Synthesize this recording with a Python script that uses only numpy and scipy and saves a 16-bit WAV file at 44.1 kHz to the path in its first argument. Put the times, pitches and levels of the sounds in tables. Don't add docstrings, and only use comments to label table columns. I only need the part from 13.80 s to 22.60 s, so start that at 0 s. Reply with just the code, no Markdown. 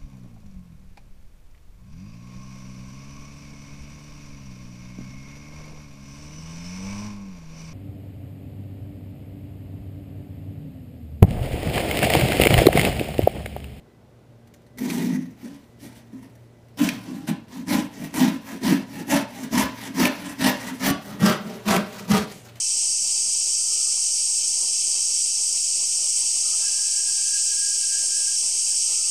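import sys
import numpy as np
from scipy import signal
from scipy.fft import rfft, irfft
from scipy.io import wavfile
from scipy.ndimage import uniform_filter1d

SR = 44100
rng = np.random.default_rng(int(sys.argv[2]) if len(sys.argv) > 2 else 0)


def output_pcm(signal):
    pcm = np.clip(np.atleast_2d(signal).T, -1, 1) * 32767
    wavfile.write(sys.argv[1], SR, np.round(pcm).astype(np.int16))


N = 388080
TIME = np.arange(N) / SR

# (start_s, length_s, fastest_share of length, rasp_db, grip_db on the wood over the rasp,
#  shakiest_share of length, shudder_db)
CUTTING = [(0.985, 0.49, 0.4, -41, 2.5, 0.76, -21), (2.976, 0.22, 0.29, -35, 5.5, 0.46, -24.5),
           (3.471, 0.057, 0.36, -41.5, 10.5, 0.35, -31), (3.87, 0.18, 0.45, -31, 5.0, 0.52, -17.0),
           (4.337, 0.22, 0.42, -33, 8, 0.63, -17), (4.815, 0.2, 0.39, -32.5, 5.5, 0.5, -17.5),
           (5.269, 0.16, 0.59, -31.0, 8, 0.54, -21), (5.712, 0.17, 0.55, -30.5, 8.5, 0.38, -17.5),
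           (6.144, 0.18, 0.63, -31.5, 8.5, 0.65, -18), (6.584, 0.16, 0.582, -30.0, 7.5, 0.52, -19.0),
           (6.999, 0.15, 0.59, -30, 6, 0.8, -19.5), (7.394, 0.17, 0.67, -31.5, 11.5, 0.63, -17),
           (7.858, 0.16, 0.59, -30, 10.5, 0.22, -17.5), (8.281, 0.17, 0.45, -29.5, 10.0, 0.43, -18)]
SKIMMING = [(1.588, 0.24, 0.25, -56.5, 7.5, 0.25, -38.5), (2.001, 0.14, 0.34, -51, -0.5, 0.18, -39.5),
            (2.139, 0.087, 0.41, -56.0, 4, 0.42, -50.5), (2.312, 0.223, 0.11, -67.5, 9, 0.34, -43),
            (3.217, 0.32, 0.23, -53, 7.5, 0.23, -29.5), (3.688, 0.18, 0.47, -51.5, 6.5, 0.54, -29.5),
            (4.123, 0.19, 0.68, -45, 4.5, 0.52, -28.5), (4.62, 0.18, 0.52, -47, 8.5, 0.68, -30),
            (5.073, 0.18, 0.73, -46.0, 6.5, 0.78, -27.5), (5.483, 0.21, 0.74, -44.0, 4, 0.75, -29),
            (5.91, 0.22, 0.72, -43.0, 4.5, 0.88, -31.5), (6.29, 0.28, 0.75, -42.5, 6.5, 0.61, -32),
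            (6.731, 0.242, 0.637, -42.5, 8.5, 0.5, -34), (7.123, 0.3, 0.69, -50.5, 12, 0.67, -33.5),
            (7.549, 0.31, 0.62, -49.5, 12, 0.37, -34.5), (8.0, 0.32, 0.57, -47, 8, 0.72, -35.5),
            (8.474, 0.15, 0.3, -46.5, -10, 0.56, -44.5), (8.612, 0.21, 0.29, -56, 5.5, 0.49, -55)]


def from_db(db):
    return np.exp(np.asarray(db) * np.log(10) / 20)


def rms_one(x):
    return x / np.sqrt(np.mean(x ** 2) + 1e-20)


def in_time(rows):
    return np.interp(TIME, *np.transpose(rows))


def at_hz(points, hz):
    table = np.array(points)
    return np.interp(np.log(np.maximum(hz, 1)), np.log(table[:, 0]), table[:, 1])


def drift(rate):
    knots = rng.standard_normal(N // 64)
    return np.interp(TIME * rate, np.arange(len(knots)), knots)


def band(x, low_hz, high_hz):
    edges_hz = [low_hz, min(high_hz, 0.45 * SR)]
    return signal.sosfilt(signal.butter(2, edges_hz, "band", fs=SR, output="sos"), x)


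def coloured(x, spectrum):
    hz = np.arange(N // 2 + 1) * SR / N
    return rms_one(irfft(rfft(x) * from_db(at_hz(spectrum, hz)), N))


def resonate(x, modes, shift_db=0):
    out = np.zeros(N)
    for k, (hz, width_hz, level_db) in enumerate(modes):
        radius = np.exp(-np.pi * width_hz / SR)
        poles = [1, -2 * radius * np.cos(2 * np.pi * hz / SR), radius ** 2]
        zeros = [(1 - radius ** 2) / 2, 0, (radius ** 2 - 1) / 2]
        ringing = signal.lfilter(zeros, poles, x + 1e-18)
        out += (-1) ** k * from_db(level_db + shift_db * drift(9)) * ringing
    return out


def jolts(events):
    out = np.zeros(N)
    for start_s, level_db, decay_s in events:
        start = int(start_s * SR)
        t = TIME[:min(SR // 5, N - start)]
        out[start:start + len(t)] += from_db(level_db) * np.exp(-t / max(decay_s, 1e-3))
    return out


def patchy(x, patch_db, per_s=26):
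    # (time_s, level_db on the top octave)
    crispness = [(1.0, -4), (2.3, -5), (4.0, -5), (5.3, -3.5), (6.2, -5), (7.1, -3.5), (7.9, -5),
                 (8.4, -7.5)]
    hz = np.arange(N // 2 + 1) * SR / N
    centres_hz = np.geomspace(700, 14000, 13)
    spectrum, crisp_db, out = rfft(x), in_time(crispness), 0
    for centre_hz, shape in zip(centres_hz, np.eye(len(centres_hz))):
        weight = np.interp(hz, centres_hz, shape)
        top = np.clip(np.log2(centre_hz / 7000), 0, 1)
        out = out + irfft(spectrum * weight, N) * from_db(patch_db * drift(per_s) + top * crisp_db)
    return rms_one(out)


def background(air_trim_db=-2.0, waver_db=-4.5, wander_rad=1.0):
    # (pitch_hz, level_db per Hz, relative)
    air_spectrum = [(15, -66), (25, -28), (43, -15), (121, -7.5), (158, -11), (237, -14), (318, -13.5),
                    (604, -18), (1240, -31.5), (1540, -30), (1670, -34), (2020, -34), (2560, -36),
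                    (15000, -50.5)]
    # (pitch_hz, level_db before the waver)
    hum_tones = [(86, -106), (117.5, -55.5), (233, -62), (592, -72), (1997, -80.5)]
    air = from_db(-51.5 + air_trim_db) * coloured(rng.standard_normal(N), air_spectrum)
    hum = 0
    for hz, level_db in hum_tones:
        gain = from_db(level_db + waver_db * drift(7.2))
        hum = hum + gain * np.sin(2 * np.pi * hz * TIME + wander_rad * drift(4.18))
    return air + np.sqrt(2) * hum


def rips():
    # (start_s, level_db before the mix trim, decay_s)
    rip_events = [(0.6729, -46, 0.007), (0.7392, -37.5, 0.01), (0.818, -52, 0.009), (0.8649, -48.5, 0.009),
                  (0.974, -39.5, 0.009), (0.9842, -28.5, 0.023), (2.4285, -45, 0.016), (2.553, -47, 0.007),
                  (2.8843, -52, 0.0073), (2.973, -37, 0.011), (3.475, -37, 0.0061), (3.489, -30, 0.0027),
                  (3.6825, -48, 0.0098), (3.8824, -25, 0.0072), (4.3405, -26, 0.0096), (6.1466, -36, 0.019),
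                  (7.102, -14.5, 0.0033), (7.856, -37, 0.015), (7.878, -20.5, 0.018),
                  (8.7565, -36.5, 0.014)]
    return jolts(rip_events)


def arch(start_s, length_s, peak_share, shape):
    engage_s, let_go_s = 0.01965, 0.119
    ends_db, rise, fall = shape
    coarse_time = TIME[::32]
    along = (coarse_time - start_s) / length_s
    top = np.clip(peak_share, 0.05, 0.95)
    rising_sag = np.abs(1 - along / top) ** rise
    falling_sag = np.abs((along - top) / (1 - top)) ** fall
    sag = np.where(along < top, rising_sag, falling_sag)
    before, after = np.maximum(-along, 0), np.maximum(along - 1, 0)
    outside = length_s * (before / engage_s + after / let_go_s)
    return np.interp(TIME, coarse_time, from_db(-ends_db * sag) * np.exp(-outside) + 1e-9)


def strokes():
    # (dB down at both ends, bluntness of the rise, bluntness of the fall), rasp then shudder
    cut_shapes = (21.5, 3.6, 1.2), (15.4, 2.96, 0.97)
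    skim_shapes = (15.0, 1.8, 1), (19.4, 0.86, 2.3)
    resting_db = -76
    bite = from_db(resting_db) * (TIME > CUTTING[0][0]) + 1e-6
    shake_power = 0
    for rows, (rasp_shape, shudder_shape) in ((CUTTING, cut_shapes), (SKIMMING, skim_shapes)):
        for start_s, length_s, fastest, rasp_db, _, shakiest, shudder_db in rows:
            bite = bite + from_db(rasp_db) * arch(start_s, length_s, fastest, rasp_shape)
            shake = from_db(shudder_db) * arch(start_s, length_s, shakiest, shudder_shape)
            shake_power = shake_power + shake ** 2
    return bite, np.sqrt(shake_power)


def tooth_force(bite_db):
    teeth_per_s, jitter, pulsing = 420, 0.34, 0.051
    fibres_per_s, size_db, catch_db = 4000, 2.5, 2.0
    speed = from_db((bite_db - bite_db.max()) * 0.34)
    teeth = np.cumsum(teeth_per_s * speed * (1 + jitter * drift(300))) / SR
    pressure = np.exp(pulsing * np.cos(2 * np.pi * teeth)) * from_db(catch_db * drift(110))
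    sizes = from_db(size_db * np.minimum(rng.exponential(1, N), 4)) * rng.choice([-1, 1], N)
    snaps = sizes * (rng.random(N) < fibres_per_s / SR)
    rubbing = 0.69 * rng.standard_normal(N)
    return rms_one(pressure * (rms_one(snaps) + rubbing))


def tearing_fibres(force):
    # (pitch_hz, level_db per Hz, relative)
    rasp_spectrum = [(35, -1.5), (90, 10.5), (160, 12.5), (400, 8), (750, 2), (1300, -13), (2300, 6),
                     (3500, 2), (5000, 2), (7500, 0), (10000, -0.5), (13000, 2), (15500, -0.5)]
    return patchy(coloured(force, rasp_spectrum), patch_db=3.0)


def blade(force):
    # (pitch_hz, width_hz, level_db)
    blade_modes = [(1897, 130, 0.5), (2460, 110, -12), (5920, 630, -16.5), (6530, 97, -12),
                   (10030, 340, -17.5)]
    # (time_s, level_db against the rasp before its trim)
    freedom = [(1.0, -4), (1.28, -6.5), (1.37, 11), (1.6, -7.5), (2.4, -2), (3.05, -9), (4.0, -4),
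               (4.7, -3), (5.35, -4.5), (6.0, -2), (6.25, -5), (6.9, -2), (7.1, -2.5), (8.6, -14.5)]
    return from_db(in_time(freedom)) * rms_one(resonate(force, blade_modes, shift_db=1.5))


def board(force, whole, severed, shift_db):
    # (time_s, share of the nearly severed ring 0-1)
    weakening = [(6.3, 0), (6.95, 0.03), (7.15, 0.92), (7.4, 1)]
    share = np.clip(in_time(weakening), 0, 1)
    before = rms_one(resonate(force, whole, shift_db))
    after = rms_one(resonate(force, severed, shift_db))
    return np.sqrt(1 - share) * before + np.sqrt(share) * after


def timber(force, dense_db=-4.5):
    # (pitch_hz, width_hz, level_db)
    whole_modes = [(436, 8.4, -7), (541.5, 37, 4.5), (633, 82, 1.5), (803, 12, 8.5), (888, 80, 2.5),
                   (998, 91, 5.5), (1170, 240, -17), (1410, 85, -10), (1652, 122, 0), (1722, 128, 3),
                   (2147, 36, -4), (2646, 166, 1)]
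    severed_modes = [(330, 36, 4), (413, 53, 15), (623, 55, 10.5), (776, 19, 10.5), (969, 48, 5.5),
                     (1130, 88, 6.5), (1226, 270, 4), (1440, 250, 1.5), (1690, 300, -16), (2260, 47, -19),
                     (2740, 370, -29), (3475, 83, -21)]
    # (pitch_hz, level_db per Hz, relative)
    dense_spectrum = [(200, -30), (380, -6.5), (600, -1), (1000, 0.5), (1500, 4), (2300, -1.5),
                      (3200, -2.5), (4500, -9), (7000, -18), (15000, -41)]
    clear = board(force, whole_modes, severed_modes, shift_db=3.0)
    scattered = force * rng.choice([-1, 1], N)
    dense = patchy(coloured(scattered, dense_spectrum), patch_db=0.0)
    return rms_one(clear + from_db(dense_db) * dense)


def grip():
    points = []
    for start_s, length_s, fastest, _, grip_db, _, _ in [*CUTTING, *SKIMMING]:
        points.append((start_s + length_s * fastest, grip_db))
    return in_time(sorted(points))


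def shudder(force, strength, hold_s=0.0239):
    # (pitch_hz, width_hz, level_db)
    whole_bends = [(199.4, 24, -11.5), (251.8, 34, 0), (284.1, 27.4, -3.5), (322.6, 22, -13)]
    severed_bends = [(144, 49, -12), (209.2, 30.3, 2.5), (224.4, 43, -7.5)]
    # (pitch_hz, width_hz, level_db)
    end_bends = [(158, 9.6, -4), (182.8, 10.6, -1)]
    # (time_s, level_db over the other bends)
    flapping = [(1.2, -5.5), (2.3, -12), (3.1, -7), (4.5, -6), (5.4, -9), (6.7, -11.5), (7.5, -12.5),
                (8.4, -5.5)]
    free_end = from_db(in_time(flapping)) * rms_one(resonate(force, end_bends))
    bending = board(force, whole_bends, severed_bends, shift_db=2.5)
    swing = band(bending - free_end, 117, 492)
    size = np.sqrt(uniform_filter1d(swing ** 2, int(hold_s * SR)) + 1e-9)
    return band(swing / size * strength, 125, 1000)


def knocks():
    # (start_s, level_db before the mix trim)
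    knock_events = [(1.005, -21.5), (1.055, -26.5), (1.628, -30.5), (2.327, -33), (2.999, -12.5),
                    (3.483, -17), (4.4, -12), (4.904, -12), (5.327, -15), (6.189, -15.5), (6.641, -17),
                    (6.906, -28.5), (7.417, -9), (7.65, -30), (7.957, -16.5), (8.294, -12)]
    swell_s = 0.017
    out = np.zeros(N)
    for start_s, level_db in knock_events:
        start = int(start_s * SR)
        age = TIME[:min(SR // 4, N - start)] / swell_s
        out[start:start + len(age)] += from_db(level_db) * age * np.exp(1 - age)
    return out


def snags():
    # (start_s, level_db of the driving noise, decay_s)
    snag_events = [(1.1004, -19, 0.0084), (3.0887, -9, 0.0042), (6.2533, -5, 0.0045),
                   (7.9637, -11.5, 0.0046), (8.3694, -17, 0.0045)]
    # (pitch_hz, width_hz, level_db)
    crack_modes = [(2340, 510, 6), (5970, 1300, -4.5), (10500, 5000, -12)]
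    return resonate(jolts(snag_events) * rng.standard_normal(N), crack_modes)


def binding():
    # (start_s, level_db of the lost share, held at a full loss above 0, recovery_s)
    bind_events = [(1.372, -3, 0.14), (6.282, 6, 0.011), (7.116, 6, 0.034), (7.988, -10, .03)]
    return np.clip(jolts(bind_events), 0, 1)


def thumps():
    # (start_s, level_db of the driving noise, decay_s)
    thump_events = [(5.825, -12, 0.02), (7.095, -14, 0.023), (8.31, -10, 0.022), (8.365, -13, 0.018)]
    # (pitch_hz, width_hz, level_db)
    stool_modes = [(80, 28, 1.5)]
    return band(resonate(jolts(thump_events) * rng.standard_normal(N), stool_modes), 45, 130)


def room(x, build_s=0.0008):
    # (pitch_hz, t60_s)
    ring_times = [(150, 0.4), (600, 0.43), (2000, 0.32), (5000, 0.4), (12000, 0.082)]
    t = TIME[:SR * 3 // 4]
    edges_hz = np.geomspace(60, 18000, 11)
    tail = 0
    for low_hz, high_hz in zip(edges_hz, edges_hz[1:]):
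        fade = 1000 ** (-t / at_hz(ring_times, np.sqrt(low_hz * high_hz)))
        tail = tail + band(rng.standard_normal(len(t)), low_hz, high_hz) * fade
    tail = tail * (1 - np.exp(-t / build_s))
    return signal.fftconvolve(x, tail / np.sqrt(np.sum(tail ** 2)))[:N]


def moving_room(x):
    turn = 2 * np.pi * 0.9 * TIME + drift(3)
    return room(x * np.cos(turn)) + room(x * np.sin(turn))


def scene():
    effort, shake = strokes()
    bite_db = 20 * np.log10(effort)
    force = tooth_force(bite_db)
    bite = (effort + from_db(-13) * rips()) * (1 - binding())

    steel = bite * (from_db(3.5) * tearing_fibres(force) + blade(force))
    pings = from_db(-0.5) * snags()

    pressed_db = 0.098 * (bite_db - bite_db.max())
    wood = bite * from_db(grip() + pressed_db - 4) * timber(force)
    swing_strength = np.hypot(from_db(-2) * shake, from_db(-3) * knocks())
    thrum = shudder(force, swing_strength)

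    sends = from_db(-12) * steel + from_db(-11.5) * pings
    sends = sends + from_db(-2) * wood + from_db(-13.5) * thrum
    direct = steel + pings + wood + thrum + from_db(7.5) * thumps()
    return (direct + moving_room(sends) + background())[None]


def record(dry):
    cutoff_hz = 15450
    return signal.sosfilt(signal.ellip(12, 0.1, 90, cutoff_hz, fs=SR, output="sos"), dry)


dry = scene()
out = record(dry)
output_pcm(out)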